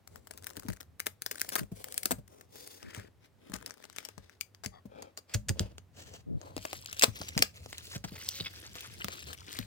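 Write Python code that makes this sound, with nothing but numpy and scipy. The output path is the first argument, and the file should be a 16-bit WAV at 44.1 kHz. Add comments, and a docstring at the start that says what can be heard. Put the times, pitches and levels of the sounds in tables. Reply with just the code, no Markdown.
"""Creasing plastic, close to the two microphone ports of a camera: creases snap singly or buckle in quick runs
as hands work a card in a thin sleeve into a rigid holder, pat it down on a table, flip open a padded bubble
mailer and push the holder in. Snaps are short force curves on noise, coloured by the film's resonances.
Strokes rub as grainy filtered noise; squeaks, the sliding card and crackling bubbles ring from tiny slips or
buckles; thumps are decaying sines. Bumps, handling rumble, a low hum and a small room lie behind."""
import sys
import numpy as np
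from scipy import signal
from scipy.fft import rfft, irfft, next_fast_len
from scipy.io import wavfile
from scipy.ndimage import map_coordinates

SR = 44100
rng = np.random.default_rng(int(sys.argv[2]) if len(sys.argv) > 2 else 0)


def generate_wav(signal):
    """Clip the signal to [-1, 1] and save it as 16-bit WAV at the path in sys.argv[1]."""
    frames = np.transpose(np.atleast_2d(signal))
    scaled = np.clip(frames, -1, 1) * 32767
    pcm = np.round(scaled).astype(np.int16)
    wavfile.write(sys.argv[1], SR, pcm)


N = 425992
TIME = np.arange(N) / SR
TOP_HZ = 16300  # band limit of the microphone chain


def amp(db):
    """Decibels to gain."""
    return 10 ** (np.asarray(db) / 20)


def unit(x):
    """x at rms 1."""
    return x / np.sqrt(np.mean(x ** 2) + 1e-20)


def along(points, hz):
    """Read (frequency, value) points on a log frequency axis."""
    f, v = np.transpose(points)
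    return np.interp(np.log(hz + 1), np.log(f + 1), v)


def curve(rows):
    """Read (time, value) rows at every sample."""
    return np.interp(TIME, *np.transpose(rows))


def wobble(rate):
    """A smooth random curve, rate knots a second."""
    steps = np.arange(0, N / SR * rate + 1, 1 / 8)
    knots = rng.standard_normal(int(N * rate / SR) + 4)
    return np.interp(TIME * rate, steps, map_coordinates(knots, [steps]))


def arch(t, length):
    """Half a sine over the length, silence after it."""
    return abs(np.sin(np.pi * t / length)) * (t < length)


def add(track, s, sound):
    """Mix a stereo sound into the track at s seconds."""
    part = track[:, max(round(s * SR), 0):][:, :sound.shape[1]]
    part += sound[:, :part.shape[1]]


def colour(x, db_of_hz):
    """Filter with the given gain and minimum phase, so nothing sounds before its cause."""
    n = x.shape[-1]
    m = 2 * next_fast_len(n // 2 + 1024)
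    cepstrum = irfft(np.log(amp(db_of_hz(np.fft.rfftfreq(m, 1 / SR)))))
    cepstrum[1:m // 2] *= 2  # fold the cepstrum onto positive time
    cepstrum[m // 2 + 1:] = 0
    return irfft(rfft(x, m) * np.exp(rfft(cepstrum)), m)[..., :n]


def band_db(hz, low_hz, low_power, high_hz, high_power):
    """Gain in dB that falls away below low_hz and above high_hz."""
    return -10 * np.log10((1 + (low_hz / (hz + 1)) ** low_power) * (1 + (hz / high_hz) ** high_power))


def delayed_right(sound, lead_s):
    """One sound at both ports, lead_s earlier on the left."""
    return np.array([sound, np.roll(sound, round(lead_s * SR))])


def ports(three, apart, lead_s):
    """A shared signal, earlier on the left, plus a part of its own for each microphone port."""
    return delayed_right(three[0], lead_s) + apart * three[1:]


def pan(db):
    """Left and right gains for a level difference."""
    return amp(np.array([db, -db]).reshape(2, -1) / 2)


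# Spectrum of the still room's air: pitch_hz, gain_db
AIR = [(60, -1), (400, -2), (1300, -12), (10000, -27)]


def room_air(air_db=-70):
    """Noise of the still room, half shared between the two ports and half their own."""
    noise = ports(rng.standard_normal((3, N)), 0.97, 0)
    return amp(air_db) * unit(colour(noise, lambda hz: along(AIR, hz)))


def room_hum(hum_hz=92, hum_db=-70):
    """A faint room hum, unsteady in level and phase."""
    level = amp(hum_db + 5.2 * wobble(4.8))
    return level * np.sin(2 * np.pi * hum_hz * TIME + 2.8 * wobble(11.0))


# Low handling rumble, before its random waver: time_s, level_db
GRIP = [(0, -60.5), (5.28, -71), (5.38, -52), (5.66, -46), (5.8, -62), (6.4, -60.5), (7.6, -55.5),
        (9.66, -58.5)]
# Spectrum of that rumble: pitch_hz, gain_db
RUMBLE = [(40, -21), (65, -1), (92, 6), (140, -6), (250, -14), (500, -53)]


def handling_rumble(lead_s=.00027, waver_db=3.6):
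    """Low noise of the handling, reaching the left port first, its level wavering."""
    noise = ports(rng.standard_normal((3, N)), 0.75, lead_s)
    rumble = unit(colour(noise, lambda hz: along(RUMBLE, hz)))
    return amp(curve(GRIP) + waver_db * wobble(14)) * rumble


def room(x, room_db=-16, t60_s=.165):
    """The small room's faint, short tail: decaying noise a few milliseconds behind the hands."""
    t = np.arange(SR // 2) / SR
    tail = rng.standard_normal((2, len(t))) * amp(-60 * t / t60_s)
    tail = np.pad(tail / np.linalg.norm(tail[0]), ((0, 0), (SR // 300, 0)))
    return amp(room_db) * signal.fftconvolve(x, tail, axes=1)[:, :N]


# Dull bumps that shake the camera, level before the arch is spread over its length: start_s, level_db, length_s
BUMPS = [(.675, -41, .05), (1.585, -39, .06), (2.83, -47, .06), (6.26, -34, .13)]


def bumps(edge_hz=170):
    """A nudge makes the camera shudder; its two ports face opposite ways and move out of phase."""
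    out, t = np.zeros((2, N)), np.arange(SR // 4) / SR

    def dull(hz):
        return band_db(hz, edge_hz / 2, 4, edge_hz, 4) - 10 * np.log10(1 + (hz / 600) ** 6)

    for s, db, length in BUMPS:
        swell = np.sqrt(arch(t, length))
        shudder = unit(colour(swell * rng.standard_normal(len(t)), dull))
        add(out, s, np.array([[1], [-.75]]) * shudder * np.sqrt(length / t[-1]) * amp(db))
    return out


# Phase between the ports this close to the sheet: pitch_hz, phase_rad
NEAR = [(60, 1), (250, 0.55), (1000, 1.72), (2500, 0)]


def near_field(x):
    """So close to the sheet, the low mids reach the two ports out of step and favour the left."""
    m = next_fast_len(N + SR // 2)
    turn = along(NEAR, np.fft.rfftfreq(m, 1 / SR))
    steps = np.exp(np.array([[.5j], [-.5j]]) * turn)
    return irfft(rfft(x, m) * steps * pan(2 * turn - .5), m)[:, :N]


# Where the hands are, left over right before the near field: time_s, side_db
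PLACE = [(0, 7.5), (2, 5), (4.4, 9.5), (5.4, 0), (6.7, 4), (8.3, 0.5), (9.66, 6)]


def lead_at(s, s_per_db=.00007):
    """Seconds by which the left port hears the hands first: more the further left they are."""
    return s_per_db * np.interp(s, *np.transpose(PLACE))


# Resonances of each plastic as it flexes: centre_hz, width_octaves, gain_db
SLEEVE_FILM = [(1650, .28, 3.5), (2900, .35, -2.5), (5500, .25, 1.5), (8700, .15, 3)]
HOLDER_SHELL = [(2200, .5, -2), (4720, .07, 7), (7000, .35, 3.5)]
MAILER_FLAP = [(760, .6, 6), (2650, .1, 4), (4960, .05, 6), (8200, .08, 4)]
MAILER_POUCH = [(3700, .25, 3), (15200, .12, 6)]
# Stages of the job, from card pressed down the sleeve to holder pushed into the mailer:
# start_s, rub_hz, scrape_edge_hz, resonances (a table above), snap_top_db (top octave at the usual body)
STAGES = [(0, 620, 8500, SLEEVE_FILM, 5), (2.8, 480, 3300, SLEEVE_FILM, -3),
          (4.35, 700, 3000, HOLDER_SHELL, -3), (5.52, 560, 3500, HOLDER_SHELL, -8),
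          (6.5, 580, 4600, MAILER_FLAP, -2.5), (7.7, 480, 6200, MAILER_POUCH, -8),
          (8.7, 490, 4200, MAILER_POUCH, -4)]


def stage(s):
    """Rub resonance, scrape edge, resonances and snap top of the plastic being handled at s seconds."""
    return [row[1:] for row in STAGES if row[0] <= s or row is STAGES[0]][-1]


def sheet(hz, s):
    """Resonances of the plastic in hand at s seconds (dB)."""
    return sum(db * np.exp(-(np.log2((hz + 1) / centre) / octaves) ** 2 / 2)
               for centre, octaves, db in stage(s)[2])


def ragged(hz, depth_db):
    """Every new grip gives the sheet another set of broad resonances (dB)."""
    knots = np.geomspace(200, 16000, 44)
    return along(np.transpose([knots, depth_db * rng.standard_normal(len(knots))]), hz)


# Fingers thumping card and table, relative level and settled pitch: start_s, level_db, pitch_hz
THUMPS = [(.57, -39, 270), (.649, -39, 230), (.684, -30, 180), (1.612, -35, 114.3), (1.716, -34, 165),
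          (2.115, -28, 235), (2.183, -37, 112), (2.974, -37, 100), (3.497, -40, 170), (3.535, -33.5, 181),
          (4.176, -41, 124.8), (4.657, -32.5, 205), (4.854, -39, 180), (5.347, -22, 88), (5.498, -23, 88),
          (5.603, -21.5, 84), (6.566, -35.5, 230), (7.079, -31, 96), (7.204, -37, 128), (7.364, -26, 112),
          (7.395, -33, 250), (7.959, -32.5, 114.7), (8.041, -34.5, 159), (8.118, -37, 130),
          (8.402, -32, 160), (9.044, -36, 185), (9.589, -30.5, 217.2)]
# Table-top modes, nominal because each thump shifts them a little: pitch_hz, level_db, t60_s
TABLE_MODES = [(57, -13, 0.24), (104.3, -8.5, 0.22), (194.4, -14, 0.25), (446, -17.5, 0.1),
               (593, -18, 0.15)]


def thumps(t60=0.068, rise_s=0.0025, table_db=-4, thump_db=2, bend=.5, settle_s=.006):
    """A soft fingertip swings the held plastic, sinking in pitch as it settles, and shakes the table."""
    out, t = np.zeros((2, N)), np.arange(SR // 3) / SR
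    flesh_tone = [(40, -12), (110, 7.5), (300, -2.5), (700, -16.5), (2000, -32.0)]  # Hz, dB
    for s, db, hz in THUMPS:
        bent_time = t + bend * settle_s * (1 - np.exp(-t / settle_s))
        swing = np.sin(2 * np.pi * hz * bent_time) * amp(-60 * t / t60)
        table = 0
        for mode_hz, level, life in TABLE_MODES:
            decay = amp(level + rng.normal(0, 1.13) - 60 * t / life)
            table = table + decay * np.sin(2 * np.pi * mode_hz * rng.normal(1, 0.048) * t)
        noise = rng.standard_normal((2, len(t))) * amp(-60 * t / 0.055)
        flesh = unit(colour(noise, lambda f: along(flesh_tone, f)))
        blow = (swing + amp(table_db) * table + amp(-22) * flesh) * (1 - np.exp(-t / rise_s))
        add(out, s, blow * amp(db + thump_db))
    return out


def friction(size, lead_s, rate, grain_db, apart):
    """Sliding noise: a fine hiss with tiny catches of very uneven size, rate a second."""
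    sizes = amp(5.5 * np.minimum(rng.exponential(size=size), 3.5))
    strength = (rng.random(size) < rate / SR) * sizes
    catches = signal.lfilter([1], [1, -np.exp(-1 / (.0004 * SR))], strength)  # each dies in 0.4 ms
    return ports(np.hypot(1, amp(grain_db) * catches) * rng.standard_normal((3, size)), apart, lead_s)


# Sliding strokes, levels before waver and trims: start_s, end_s, skin_db, plastic_db
STROKES = [(0, .27, -66, -71), (0.348, 0.76, -62, -67), (1.267, 1.62, -67, -59.5), (1.753, 2.1, -60, -57.5),
           (2.29, 2.444, -63, -67), (2.53, 2.801, -62, -56.5), (2.82, 3.07, -58, -61),
           (3.215, 3.271, -70, -67), (3.421, 3.739, -62, -66), (3.777, 4.323, -71.5, -68),
           (3.919, 4.096, -71, -62.5), (4.92, 5.1, -59, -68), (5.3, 5.36, -63, -56),
           (5.566, 5.717, -53, -60), (5.97, 6.19, -58, -55), (6.39, 6.55, -58.5, -65),
           (6.575, 6.853, -64, -56.5), (6.87, 7.022, -68, -53), (7.147, 7.471, -61, -53),
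           (7.54, 7.66, -67, -61), (7.665, 7.985, -68, -56), (8.07, 8.5, -65, -53.5),
           (8.51, 8.96, -65, -56), (8.98, 9.352, -60.5, -55.5), (9.369, 9.492, -69, -59),
           (9.48, 9.657, -59, -54.5)]
# Top octave of the thin film: pitch_hz, gain_db
SHEEN = [(7000, -2), (13800, 0), (15300, 5.5)]


def rubbing(rub_db=1, scrape_db=0, waver_db=3):
    """In each stroke skin drones on the stiff card while plastic scrapes on plastic; the pressure wavers."""
    out, press = np.zeros((2, N)), (wobble(14) + wobble(55)) / np.sqrt(2)
    folds = wobble(130)
    for start, end, skin_db, plastic_db in STROKES:
        middle = (start + end) / 2
        skin_hz, edge_hz = stage(middle)[:2]
        edge_s = .014 + .11 * (end - start)  # longer strokes swell more gently
        t = np.arange(int((end - start + 4 * edge_s) * SR)) / SR - 2 * edge_s
        contact = (1 + np.tanh(1.4 * t / edge_s)) * (1 + np.tanh((end - start - t) / edge_s)) / 4

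        def skin_tone(hz):
            return ragged(hz, 3) + band_db(hz, skin_hz / 1.9, 3, skin_hz, 6)

        def plastic_tone(hz):
            band = ragged(hz, 2.6) + band_db(hz, min(edge_hz / 2, 2200), 4, edge_hz, 3.5)
            return band + along(SHEEN, hz) + .4 * sheet(hz, middle)

        lead_s = lead_at(middle)
        skin = unit(colour(friction(len(t), lead_s, rate=46, grain_db=5.5, apart=0.52), skin_tone))
        scrape = friction(len(t), lead_s, rate=180, grain_db=-5.5, apart=1.0)
        plastic = unit(colour(scrape, plastic_tone))
        ridges = amp(2.3 * np.interp(start + t, TIME, folds))  # folds and bubbles catch and let go
        stroke = amp(skin_db + rub_db) * skin + amp(plastic_db + scrape_db) * unit(ridges * plastic)
        pressure = amp(waver_db * np.interp(start + t, TIME, press))
        add(out, start + t[0], contact * stroke * pressure)
    return out


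def crackle(rate=520, burst_db=8.5, grain_hz=3900, octaves=.9, wander_octaves=.3, size_db=4.5, crackle_db=5.5):
    """The mailer's bubble walls crackle in uneven bursts: every tiny buckle rings for a few cycles."""
    out, t, cycles = np.zeros((2, N)), np.arange(SR // 125) / SR, 2.5
    mailer_from_s = 6.5
    chance = rate / SR * amp(burst_db * np.minimum(wobble(35), 2))
    buckles = TIME[rng.random(N) < chance]
    tension = np.interp(buckles, TIME, wander_octaves * wobble(20))  # shifts the pitch of neighbours together
    pitch_side = rng.standard_normal((len(buckles), 2))
    draws = np.column_stack([buckles, tension, pitch_side, rng.exponential(size=len(buckles))])
    for start, end, _, plastic_db in STROKES:
        if start > mailer_from_s:
            lead_s = lead_at(start)
            for s, taut, pitch, side, size in draws[(buckles > start) & (buckles < end)]:
                hz = min(grain_hz * 2 ** (taut + octaves * pitch), TOP_HZ)
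                level = amp(plastic_db + crackle_db + size_db * min(size, 3)) * np.sqrt(hz / grain_hz)
                grain = np.sin(2 * np.pi * hz * t) * np.exp(-hz * t / cycles) * level
                add(out, s, delayed_right(grain, lead_s) * pan(2 * side))
    return out


# The card sliding home inside the rigid holder, level before the arch is spread over its length:
# start_s, level_db, length_s, tilt_db_per_octave, pitch_ratio (over the pocket's)
SLIDES = [(4.712, -60, .095, 1.3, 1.48), (4.89, -54, .22, -1, 1.03)]
# Resonances of the holder's pocket, before tilt and pitch ratio: pitch_hz, level_db
HOLLOW = [(533, 0), (770, -5), (1250, -9), (2280, -13), (3110, -15)]


def slides(t60=.02, slip_rate=1500, drift=.04):
    """Tiny slips of the sliding card ring the holder's narrow pocket, whose pitch sags as the card goes in."""
    out, t = np.zeros((2, N)), np.arange(SR // 3) / SR
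    for s, db, length, tilt_db, pitch in SLIDES:
        slips = (rng.random(len(t)) < slip_rate / SR) * rng.standard_normal(len(t)) * arch(t, length)
        ring = 0
        for hz, level in HOLLOW:
            tilt = tilt_db * np.log2(hz / HOLLOW[0][0])
            ring = ring + amp(level + tilt - 60 * t / t60) * np.sin(2 * np.pi * pitch * hz * t)
        slide = signal.fftconvolve(slips, ring)[:len(t)]
        sagging_time = t + drift * t * (1 - t / length) / 2
        slide = unit(np.interp(sagging_time, t, slide)) * np.sqrt(length / t[-1]) * amp(db)
        add(out, s, delayed_right(slide, lead_at(s)))
    return out


# The holder sticking and slipping on the film, level before the arch is spread over its length:
# start_s, level_db, length_s, pitch_hz (centre of its modes)
SQUEAKS = [(2.79, -61, .3, 1800), (6.41, -57, .14, 800), (8.2, -51, .2, 5600), (8.397, -35.5, 0.018, 3700),
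           (8.443, -40.5, 0.045, 2900), (9.001, -42, 0.026, 2162)]


def squeaks(slip_rate=450, t60=0.011, spread=.33, squeak_db=0, count=6):
    """Uneven slips of the holder's edge ring a few modes of the taut film, swelling and easing off."""
    out, t = np.zeros((2, N)), np.arange(SR // 3) / SR
    for s, db, length, hz in SQUEAKS:
        swell = np.sqrt(arch(t, length))
        slips = (rng.random(len(t)) < slip_rate / SR) * rng.standard_normal((count, len(t))) * swell
        pitch = hz * np.exp(spread * (np.linspace(-1, 1, count) + .3 * rng.standard_normal(count)))
        rings = np.sin(2 * np.pi * pitch[:, None] * t) * amp(-60 * t / t60)
        squeak = signal.fftconvolve(slips, rings, axes=1).sum(0)[:len(t)]
        squeak = unit(squeak) * np.sqrt(length / t[-1]) * amp(db + squeak_db)
        add(out, s, delayed_right(squeak, lead_at(s)))
    return out


# Spectrum of a bare crease: pitch_hz, gain_db
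CREASE = [(90, -29.5), (200, -1), (620, 4), (950, -2), (1400, -1.5), (3200, -6), (7500, -7), (13800, -14.5),
          (15300, -5), (16500, -26)]


def film(force, s, body_db, top_db, apart, thin_db_per_octave=32):
    """Plastic film flexed by a force curve; each crease radiates with its own ragged spectrum."""
    lead_s = lead_at(s) * rng.uniform(.7, 1.3)
    burst = ports(force * rng.standard_normal((3, len(force))), apart, lead_s)
    # a crease with less body starts higher
    knee_hz = np.clip(1450 * 2 ** (-body_db / thin_db_per_octave), 1300, 6000)
    tint = [(900, body_db), (knee_hz, 0), (7000, 0), (11000, top_db)]
    return colour(burst, lambda hz: along(CREASE, hz) + along(tint, hz) + sheet(hz, s) + ragged(hz, 2))


# The slack sleeve crinkling as the card is worked along it, level of the smallest ticks: start_s, end_s, level_db
CRINKLES = [(.33, .85, -66), (1.26, 1.63, -60), (3.48, 4.1, -66)]


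def crinkles(scatter_db=9, clump_s=.004, count=2, ticks_per_s=45):
    """Stray little creases tick one after another, each in a tiny clump, while the sleeve is slack."""
    out, t = np.zeros((2, N)), np.arange(SR // 25) / SR
    for start, end, db in CRINKLES:
        ticks = int((end - start) * ticks_per_s)
        for k, (when, size, tint) in enumerate(rng.random((ticks, 3))):
            s = start + (k + when) / ticks * (end - start)
            age = t - np.cumsum(rng.exponential(clump_s, count))[:, None] % .03
            force = amp(rng.normal(0, 5, count)) @ np.exp(-abs(age) / .0005)
            tick = unit(film(force, s, 4 - 12 * tint, 0, apart=0.34))
            add(out, s, tick * amp(db + scatter_db * size ** 2))
    return out


# Runs of buckling creases, relative level before it is spread over the length: start_s, level_db, length_s, body_db
CRUNCHES = [(1.059, -42, 0.014, 1), (1.311, -38.5, 0.0083, -4), (1.52, -40.5, 0.025, 0),
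            (1.555, -29, 0.0091, 0), (1.582, -35, 0.014, 1), (2.109, -28, 0.01, 6), (2.935, -53, .05, 1),
            (3.535, -46.5, 0.025, 2), (4.636, -43, 0.015, -4), (5.175, -49.5, 0.016, -1),
            (5.338, -31, .011, -19), (5.485, -34, 0.0093, -14), (7.011, -32, 0.0049, -14),
            (7.023, -23, 0.013, -14), (7.034, -18.5, 0.0059, -2), (7.422, -17.5, .005, -9),
            (7.948, -42, 0.018, -4), (8.04, -39, 0.012, 2), (8.153, -48, .015, -2), (8.35, -46, .04, -28),
            (9.124, -47, .018, -8), (9.27, -51, .05, 1)]


def crunches(rate=600, crack_s=0.0007, scatter_db=5, bed=0.9, crunch_db=1):
    """Creases buckle in a tight run of uneven snaps over a steady bed of force that dies away."""
    out, t = np.zeros((2, N)), np.arange(SR // 10) / SR
    for s, db, length, body_db in CRUNCHES:
        count = int(rate * length) + 2
        when = (np.arange(count) + rng.random(count)) * length / count
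        age = t - when[:, None]
        sizes = amp(scatter_db * rng.standard_normal(count))
        flips = sizes @ ((age > 0) * np.exp(-abs(age) / crack_s))
        force = flips + bed * np.exp(-np.maximum(t - length, 0) / 0.0054)
        run = unit(film(force, s, body_db, stage(s)[3], apart=0.29)) * np.sqrt(length / t[-1])
        add(out, s, run * amp(db + crunch_db))
    return out


# Single creases snapping, relative level; more body where a finger or the card backs the film:
# start_s (of the crack), level_db, body_db
SNAPS = [(.074, -36, -3), (.158, -35, 3), (.271, -37, -3), (.309, -29, -1.5), (.375, -33, -19),
         (.443, -33, -9), (.468, -24, -18), (.502, -34, -2), (.568, -27, 4), (.595, -32, -23),
         (.684, -27, -1), (.701, -31, -4), (.733, -35, -4), (.806, -30, -5), (.996, -21, -17),
         (1.001, -21, -13.5), (1.067, -15, -7), (1.22, -23, -13), (1.262, -18.5, -7.5), (1.312, -21, -14),
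         (1.396, -27, -15.5), (1.41, -13, -17), (1.49, -21, -28), (1.554, -14, -10), (1.842, -24.5, -9),
         (1.884, -35, -2), (1.923, -28, -18), (1.942, -27, -12), (1.978, -14.5, -17), (2.031, -22, -20),
         (2.056, -11, -5), (2.117, -15, -12), (2.277, -44, -3), (2.41, -38, 4), (2.556, -36, 3),
         (2.674, -32, -12), (2.828, -34, -2), (2.947, -30, -8), (2.997, -37, -2), (3.538, -23.5, -10),
         (3.562, -33, -9), (3.661, -25.5, -28), (3.707, -31, -6), (3.84, -36, 0), (3.962, -31, -12),
         (3.984, -24, -10.5), (4.05, -27, -32), (4.087, -31, -2), (4.179, -36, 6), (4.295, -43, -12),
         (4.41, -20, -22), (4.547, -42, -7), (4.66, -21, -12), (5.022, -30, -1), (5.174, -27, -4.5),
         (5.345, -19, -12), (5.492, -16, -11), (5.594, -14.5, -18), (5.781, -32.5, -7), (6.138, -38, 4),
         (6.414, -35, 0), (6.565, -23, 1), (6.578, -27, 2), (6.651, -20, -4), (6.73, -21.5, -4),
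         (6.859, -27, -22), (6.928, -24, -18), (6.994, -15, -35), (7.022, -8, -20), (7.036, -2, -7),
         (7.214, -23.5, 2), (7.284, -24.5, -23), (7.377, -11, -10), (7.39, -19, -16), (7.423, -7, -26),
         (7.66, -31, 0), (7.728, -27, -5), (7.781, -27, -22), (8.288, -15, -48), (8.754, -30, 0),
         (8.807, -30, -25), (9.044, -19, -4), (9.083, -22.5, 4), (9.33, -28, -5), (9.528, -29, -20),
         (9.588, -22, -4)]


def snaps(strain_db=-31, ring_s=0.0082, ring_db=-24, rebound_db=-12, snap_db=-22.5, usual_body_db=-10):
    """A crease strains, flips within a millisecond and rebounds; the sheet around it flutters briefly."""
    out, t = np.zeros((2, N)), np.arange(SR // 16) / SR - .007
    crack_s, dulling = .0005, .15  # dulling: dB of top lost for each dB of body
    side_db = curve(PLACE)
    for s, db, body_db in SNAPS:
        top_db = stage(s)[3] - dulling * (body_db - usual_body_db)
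        flip = np.exp(-abs(t) / crack_s * np.where(t < 0, 2, 1))
        rebound_gain = amp(rebound_db + rng.normal(0, 9))
        rebound = rebound_gain * np.exp(-abs(t - rng.uniform(0.0016, 0.00593)) / crack_s)
        strain = amp(strain_db) * np.exp(-abs(t) / 0.006)
        flutter = amp(ring_db) * np.exp(-abs(t) / ring_s)
        force = flip + rebound + np.where(t < 0, strain, flutter)
        snap = unit(film(force, s, body_db, top_db, apart=0.68))
        add(out, s - .006, snap * amp(db + snap_db) * pan(side_db[round(s * SR)]))
    return out


def scene():
    """Everything happens at the hands, mostly a little to the left, over the room and the camera's bumps."""
    side_db = curve(PLACE)
    small_sounds = crunches() + squeaks() + slides() + crinkles() + crackle()
    broad_sounds = rubbing() + thumps()
    hands = near_field(snaps() + small_sounds * pan(side_db) + broad_sounds * pan(0.58 * side_db))
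    return hands + room(hands) + bumps() + handling_rumble() + room_hum() + room_air()


def record(dry):
    """The camera drops the deepest bass, clips at full scale and cuts steeply above its band limit."""
    dry = signal.sosfilt(signal.butter(6, 46, "high", fs=SR, output="sos"), dry)
    m = next_fast_len(N + SR // 2)
    hz = np.fft.rfftfreq(m, 1 / SR)
    return irfft(rfft(np.clip(dry, -1, 1), m) / np.sqrt(1 + (hz / TOP_HZ) ** 120), m)[:, :N]


dry = scene()
out = record(dry)
generate_wav(out)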